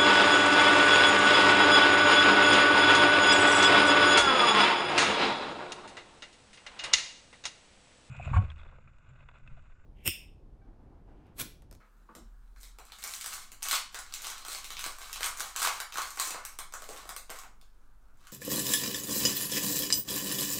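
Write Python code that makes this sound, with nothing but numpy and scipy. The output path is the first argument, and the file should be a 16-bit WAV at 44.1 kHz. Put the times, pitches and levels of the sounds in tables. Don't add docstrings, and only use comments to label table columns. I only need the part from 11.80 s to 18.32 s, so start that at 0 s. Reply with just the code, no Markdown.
import sys
import numpy as np
from scipy import signal
from scipy.io import wavfile
from scipy.ndimage import uniform_filter1d

SR = 44100
rng = np.random.default_rng(int(sys.argv[2]) if len(sys.argv) > 2 else 0)


def int16_out(signal):
    q = np.round(np.clip(np.atleast_2d(signal).T, -1, 1) * 32767)
    wavfile.write(sys.argv[1], SR, q.astype(np.int16))


N = 287532
T = np.arange(N) / SR


def gain_of(db):
    return 10 ** (np.asarray(db) / 20)


def evened(x):
    return x / np.sqrt(np.mean(x ** 2) + 1e-20)


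def over_time(points):
    return np.interp(T, *np.transpose(points))


def read(points, hz):
    point_hz, value = np.transpose(points)
    return np.interp(np.log(hz + 1), np.log(point_hz + 1), value)


def add(mix, start_s, sound):
    part = mix[..., round(start_s * SR):][..., :sound.shape[-1]]
    part += sound[..., :part.shape[-1]]


# [dB per Hz, relative]
ROOM_TONE = [(35, -55), (60, 2.5), (160, -10.5), (189, -6), (222, -8), (579, -17.5), (698, -17),
             (803, -14.5), (1410, -13), (1510, -13.5), (1950, -26), (4220, -32.5), (16000, -34)]


def air(level_db=-69, patch_db=1.8):
    frames, hz = N // 256 + 5, np.fft.rfftfreq(1024, 1 / SR)
    real, imag, patches = rng.standard_normal((frames, 513, 3)).T
    patches = uniform_filter1d(patches, size=10, axis=0)
    patches = evened(uniform_filter1d(patches, size=16, axis=1))
    spectrum = (real + 1j * imag) * gain_of(read(ROOM_TONE, hz)[:, None] + patch_db * patches)
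    tone = signal.istft(spectrum, nperseg=1024, noverlap=768)[1][:N]
    return gain_of(level_db) * evened(tone)


# pitch_hz [Hz], wander_hz [Hz rms]
SWAY_MODES = [(11.8, .3), (38, 1.5), (52, 2.), (218, 1.5)]
SWAY_DB = [-53, -65, -72, -88.5]
# time_s [s], level_db [dB against its steady level]
ARM_LEAN = [(0.45, -22), (0.55, -9), (1.45, -8.5), (1.65, 0)]
# start_s [s], mode [row of SWAY_MODES, from 0], level_db [dB before rise and tremor], t60_s [s]
DESK_JOLTS = [(-0.1, 1, -55, 1.2), (0.4014, 1, -47.5, 1.8), (0.36, 2, -52, 0.76), (0.72, 2, -54.5, .8),
              (2.8, 1, -60, 1.2), (3.35, 1, -66, 1.7), (4.2, 1, -65.5, 1.1), (5.2, 1, -63.5, 1.6),
              (6.081, 1, -60.5, 0.56), (-0.25, 3, -80, 9.0)]


def slow_wander():
    return evened(sum(np.sin(2 * np.pi * (f * T + rng.random())) for f in np.geomspace(.3, 4, 12)))


def shake(jolt_rise_s=0.055, tremor_db=3.):
    levels = gain_of(SWAY_DB)[:, None] * np.ones(N)
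    levels[0] *= gain_of(over_time(ARM_LEAN))
    for start_s, mode, db, t60_s in DESK_JOLTS:
        rise = np.clip((T - start_s) / jolt_rise_s, 0, 1)
        levels[round(mode)] += rise * gain_of(db - 60 * abs(T - start_s) / t60_s)
    out = np.zeros(N)
    for (pitch_hz, wander_hz), level in zip(SWAY_MODES, levels):
        drift, tremor = slow_wander(), slow_wander()
        phase = 2 * np.pi * np.cumsum(pitch_hz + wander_hz * drift) / SR
        out += level * gain_of(tremor_db * tremor) * np.sqrt(2) * np.sin(phase)
    return out


# start_s [s], level_db [dB of the blow before the modes],
# t60_s [s, fade of the blow], hardness_db [dB per octave]
ARM_KNOCKS = [(0.287, -62, 0.064, 17), (.352, -51, 0.13, 4), (0.409, -58, 0.091, -5.5)]
# pitch_hz [Hz], width_hz [Hz, each of two passes], level_db [dB]
DESK_TOP = [(107, 35, -0.5), (209, 59, 5.5), (327, 100, -5), (512, 67, -15), (1120, 390, -28.5)]


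def knocks():
    out, t = np.zeros(N), np.arange(SR // 2) / SR
    pivot_hz = DESK_TOP[1][0]
    for start_s, db, t60_s, hardness_db in ARM_KNOCKS:
        rise = np.minimum(t / 0.0039, 1)
        scuff = gain_of(db - 60 * t / t60_s) * rise * rng.standard_normal(len(t))
        for pitch_hz, width_hz, mode_db in DESK_TOP:
            mode = signal.iirpeak(pitch_hz, pitch_hz / width_hz, SR)
            ring = signal.lfilter(*mode, signal.lfilter(*mode, scuff)) * np.sqrt(SR / width_hz)
            tilt_db = hardness_db * np.log2(pitch_hz / pivot_hz)
            add(out, start_s, gain_of(mode_db + tilt_db) * ring)
    return out


# time_s [s], press_db [dB against the body]
HAND_GRIP = [(0.3, -9), (1.0, -14), (1.5, -14.5), (3.5, -14.5), (4.6, -16.5), (5.1, -3), (5.7, -12.5)]


def band_gains(time_s, db, body_db, sizzle_db):
    press_db = np.interp(time_s, *np.transpose(HAND_GRIP))
    return gain_of([db + body_db + press_db, db + body_db, db, db + sizzle_db])


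# peak_s [s], level_db [dB], half_length_s [s], body_db, sizzle_db [dB against level_db]
HAND_SQUEEZES = [(0.0, -77, 0.039, 14.5, -8), (0.821, -67.5, 0.046, -11, 8), (1.09, -68, 0.062, -4, -1),
                 (1.302, -53.5, 0.11, -8, 4), (1.528, -53, 0.1, -3, 2.5), (1.871, -47.5, 0.039, -1.5, -0.5),
                 (1.94, -39, 0.041, -21, -0.5), (2.172, -53.5, 0.041, -0.5, -1.5),
                 (2.478, -54, 0.15, -2.5, -2), (2.733, -48, 0.053, -5, 3), (2.858, -58, 0.041, -4, 2.5),
                 (3.06, -60.5, 0.089, 6, 5.5), (3.288, -57.5, 0.15, -1.5, 1.5),
                 (3.448, -53, 0.053, 7.5, 5.5), (3.62, -54, 0.08, 1.5, 1.5), (3.791, -50, 0.043, -9, -1),
                 (3.837, -38, 0.04, -2, 2), (3.948, -52, 0.047, 0.5, 1), (4.219, -54, 0.087, 2, 2),
                 (4.438, -49.5, 0.068, -3, 5.5), (4.548, -57.5, 0.076, 5.5, -3), (4.692, -64, 0.043, 2, 4),
                 (5.0, -64, 0.064, 1.5, 3), (5.12, -61, 0.06, 6.5, 5.5), (5.189, -59, 0.043, 0, -2.5),
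                 (5.558, -59.5, 0.054, 3, 1.5), (6.442, -71.5, 0.046, -1.5, -2)]


def squeezing(fall_db=9., resting_db=-90.5):
    power = gain_of(resting_db) ** 2 * np.ones(N)
    colour = np.zeros((2, N))
    for peak_s, db, half_length_s, *colour_db in HAND_SQUEEZES:
        swell = gain_of(db - fall_db * ((T - peak_s) / half_length_s) ** 2) ** 2
        power = power + swell
        colour = colour + np.outer(colour_db, swell)
    return 10 * np.log10(power), *(colour / power)


def crinkle(per_s=700, crowding=.4, spread_db=3.0, t60_s=0.0046, colour_db=2.5):
    db, *colour = squeezing()
    crowd = gain_of(crowding * (db + 56.5))
    struck = rng.random(N) < per_s * crowd / SR
    size = np.minimum(rng.exponential(1, N), 4)
    sign = rng.choice([-1, 1], N)
    train = gain_of(spread_db * size) * struck * sign / np.sqrt(crowd)
    far = train * gain_of(colour_db * rng.standard_normal((4, N)))
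    burst = gain_of(-60 * np.arange(300) / SR / t60_s)
    envelope = signal.oaconvolve(abs(far), burst[None], axes=1)[:, :N]
    near = envelope * rng.standard_normal(N)
    both = np.array([[evened(band) for band in drive] for drive in (near, far)])
    return band_gains(T, db, *colour) * both


# start_s [s], level_db [dB], body_db, sizzle_db [dB against level_db]
FOLD_SNAPS = [(0.351, -54.5, 1, 5), (0.7614, -63, 3.5, -8), (0.8311, -49.5, -8.5, 0), (0.986, -51, 1, 0),
              (1.052, -66, 2, 10.5), (1.099, -63, 7, -7), (1.1204, -45, -6.5, -5), (1.1862, -63, 11.5, 12),
              (1.228, -45.5, -6, -1), (1.2388, -42.5, 4, 8), (1.275, -53.5, 7, 14), (1.3368, -37, -19, -1),
              (1.411, -40, -12.5, 1.5), (1.4428, -43, -1.5, 3.5), (1.4608, -39, -4.5, 5),
              (1.5369, -51, -1.5, 14.5), (1.7182, -50, -0.5, 4.5), (1.8092, -63, -2, -12),
              (1.823, -43, -6, 0.5), (1.8287, -35.5, -17, 4.5), (1.8712, -47, -11, 2.5),
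              (1.8852, -32.5, -16, 3), (1.911, -27.5, -5.5, 0.5), (1.9288, -34, 5, 2.5),
              (1.953, -36, -22.5, -1), (2.1446, -39.5, 1, -1), (2.1886, -52, 2, 12), (2.2632, -53, -7, -5),
              (2.324, -45.5, -8, -4), (2.3386, -40, -14.5, 5.5), (2.4196, -49, -15, 8.5),
              (2.4447, -40, -2.5, 0), (2.468, -41, 0.5, 4.5), (2.501, -43, 3, 4), (2.5798, -53, -6, 7.5),
              (2.6495, -42, -2, -1.5), (2.6638, -52.5, -5, 3), (2.683, -39.5, -12, 1.5),
              (2.718, -39.5, -10, -2), (2.748, -37.5, -5, -9), (2.844, -43, -8, 2.5),
              (2.904, -40.5, -4.5, 0.5), (2.923, -43.5, -18, -0.5), (2.968, -38, -7, -8.5),
              (2.992, -36.5, -7.5, -1.5), (3.009, -53, -4.5, 13), (3.0405, -35.5, -6, 0.5),
              (3.0626, -37, -2.5, 1), (3.1847, -58, 8.5, 10.5), (3.216, -42, -6, -4.5),
              (3.3171, -53, -0.5, -1.5), (3.3293, -38, -26, 2.5), (3.359, -42.5, -4, 1.5),
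              (3.407, -38, 3, -2), (3.4304, -29.5, -28.5, -3.5), (3.4425, -44, 5.5, 14),
              (3.4604, -41, 0.5, 11.5), (3.5728, -50.5, -10, 9.5), (3.5971, -39.5, -9, 4),
              (3.6048, -35, 1.5, 3), (3.7552, -48.5, 3, -8), (3.7615, -33.5, -4, 2),
              (3.8485, -33.5, 6, 1.5), (3.873, -31, 1, 1), (4.0018, -34.5, 0.5, 0.5),
              (4.1227, -41, -10, -4), (4.1418, -43, -7, 0.5), (4.1563, -42.5, 8.5, -3.5),
              (4.172, -33.5, -4, -3.5), (4.183, -43.5, 11.5, 6), (4.2178, -35.5, -10, -1),
              (4.305, -53.5, -4.5, 12.5), (4.3732, -49, 12, 5.5), (4.391, -39.5, -15, -5),
              (4.398, -31.5, -1.5, 5), (4.4717, -47, 1, 8), (4.5059, -37.5, -16, 2.5),
              (4.5446, -44.5, 4, -3), (4.6507, -43, -2.5, 7.5), (4.7881, -40, 0, 4.5),
              (4.9233, -48.5, -1.5, -2.5), (4.938, -44.5, 3.5, 6), (5.0209, -50, 2.5, 3),
              (5.0407, -48, -18, 0), (5.0897, -46, -15, 0.5), (5.1624, -49, 0, -1), (5.1747, -55, -17, 7),
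              (5.254, -55, 3, 1), (5.276, -58, -12, 6), (5.2913, -41, 0, 4), (5.3637, -39, -3.5, 2),
              (5.4953, -48.5, 1, -10), (5.5017, -42.5, 2, 3), (5.5879, -50, -9, 5.5), (5.635, -55, 5.5, -1),
              (5.813, -60, -13.5, 0.5), (6.372, -75.5, 1, 5), (6.429, -67, 3, -5), (6.47, -53.5, 0, 1.5)]
# [dB, as for the folds]
FINGER_PRESSES = [(0.3499, -56), (0.9861, -52), (1.2394, -58), (1.4613, -56.5), (1.9302, -55),
                  (2.1444, -63), (2.684, -49.5), (3.0621, -44), (3.5971, -51.5), (4.172, -60),
                  (4.1839, -45.5), (4.398, -52), (4.4717, -48), (4.5064, -45.5), (4.5459, -40.5),
                  (4.789, -67), (5.0211, -52), (5.0898, -45.5), (5.255, -53), (5.2927, -58), (5.4942, -42),
                  (5.634, -52), (5.825, -64.5)]


def snaps(t60_s=.013, scatter_db=-10., creak_s=.0007):
    near, far, t = np.zeros((4, N)), np.zeros((4, N)), np.arange(160) / SR
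    click = 1. * (np.arange(len(t)) == round(creak_s * SR))
    folds = [(row[0], band_gains(*row)) for row in FOLD_SNAPS]
    press_only = np.array([1, 0, 0, 0])
    thuds = [(start_s, gain_of(db) * press_only) for start_s, db in FINGER_PRESSES]
    for start_s, bands in folds + thuds:
        fade = gain_of(scatter_db - 60 * abs(t - creak_s) / t60_s)
        scatter = rng.standard_normal(len(t)) * fade
        add(near, start_s, bands[:, None] * evened(click + scatter))
        add(far, start_s, bands[:, None] * evened(click + 0.24 * scatter))
    return np.array([near, far])


def causal(gain):
    log_gain = np.log(np.maximum(np.concatenate([gain, gain[-2:0:-1]]), 1e-5))
    taps = np.fft.ifft(np.exp(np.conj(signal.hilbert(log_gain)))).real[:len(gain)]
    return taps / np.linalg.norm(taps)


# [dB per Hz, relative]
FOIL_COLOUR = [(88, -52), (150, -31), (315, -24), (941, -8.5), (1060, -4), (1530, -6), (1980, -7.5),
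               (2140, -0.5), (2400, -4), (4080, -1.5), (5250, -2.5), (8070, -1.5), (10400, -9),
               (15100, -11.5), (16000, -20)]


def through_foil(drive, press_hz=600, body_hz=1800, sizzle_hz=5500):
    hz = np.fft.rfftfreq(4096, 1 / SR)
    press, body, mid = (1 / (1 + (hz / edge) ** 8) for edge in (press_hz, body_hz, sizzle_hz))
    shares = press, body - press, mid - body, 1 - mid
    colour = gain_of(read(FOIL_COLOUR, hz))
    return sum(signal.oaconvolve(band, causal(colour * np.sqrt(share)))[:N]
               for band, share in zip(drive, shares))


def resonate(x, pitch_hz, width_hz):
    turn, r = np.exp(2j * np.pi * np.cumsum(pitch_hz) / SR), np.exp(-np.pi * width_hz / SR)
    return 2 * (turn * signal.lfilter([1 - r], [1, -r], x / turn)).real


# time_s [s], pitch_hz [Hz]
PACK_PITCH = [(1.0, 1340), (1.5, 1270), (1.8, 1480), (2.1, 1450), (2.5, 1320), (2.9, 1200), (3.5, 1300),
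              (3.85, 1180), (4.03, 1390), (4.2, 1097), (4.6, 1090), (4.95, 1340), (5.2, 1110), (5.7, 1210)]


def pack_ring(foil, level_db=-8., width_hz=280.0):
    return gain_of(level_db) * resonate(foil, over_time(PACK_PITCH), width_hz)


# time_s [s], level_db [dB]
TAUT_LEVEL = [(0.7, 2), (1.3, -13), (2.2, -8), (2.75, -5), (3.3, -15.5), (4.3, -10), (5.7, -17.5)]


def taut_ring(foil, pitch_hz=4080, width_hz=280):
    return gain_of(over_time(TAUT_LEVEL)) * resonate(foil, pitch_hz + 0 * T, width_hz)


# delay_s [s], level_db [dB against the direct sound]
NEAR_ECHOES = [(.0026, -10), (.0062, -10.5), (0.0128, -15.5)]
# freq_hz [Hz], t60_s [s]
ROOM_DECAY = [(300, 0.21), (1000, 0.34), (2500, 0.34), (6000, 0.33), (14000, 0.2)]


def room(near, far, wet_db=2.3, build_s=.0065):
    out, t = near.copy(), np.arange(SR // 2) / SR
    for delay_s, db in NEAR_ECHOES:
        add(out, delay_s, gain_of(db) * near)
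    for k in range(3):
        hz, frame_s, noise = signal.stft(rng.standard_normal(len(t)), SR, nperseg=256)
        decay = gain_of(-60 * frame_s / read(ROOM_DECAY, hz)[:, None])
        tail = signal.istft(noise * decay, SR, nperseg=256)[1][:len(t)]
        tail *= np.clip(t / build_s, 0, 1) ** 2
        turn = np.sqrt(2 / 3) * np.cos(2 * np.pi * 1.3 * T + k * np.pi / 3)
        out += gain_of(wet_db) * signal.oaconvolve(far * turn, tail / np.linalg.norm(tail))[:N]
    return out


def scene():
    near, far = (through_foil(drive) for drive in snaps() + crinkle())
    near, far = (foil + pack_ring(foil) + taut_ring(foil) for foil in (near, far))
    desk = knocks()
    return (air() + shake() + room(desk, desk, wet_db=0.) + room(near, far))[None]


def record(dry, edge_hz=15900):
    taps = signal.firwin(511, edge_hz, window=("kaiser", 9), fs=SR)
    return signal.oaconvolve(dry, taps[None], "same")


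dry = scene()
out = record(dry)
int16_out(out)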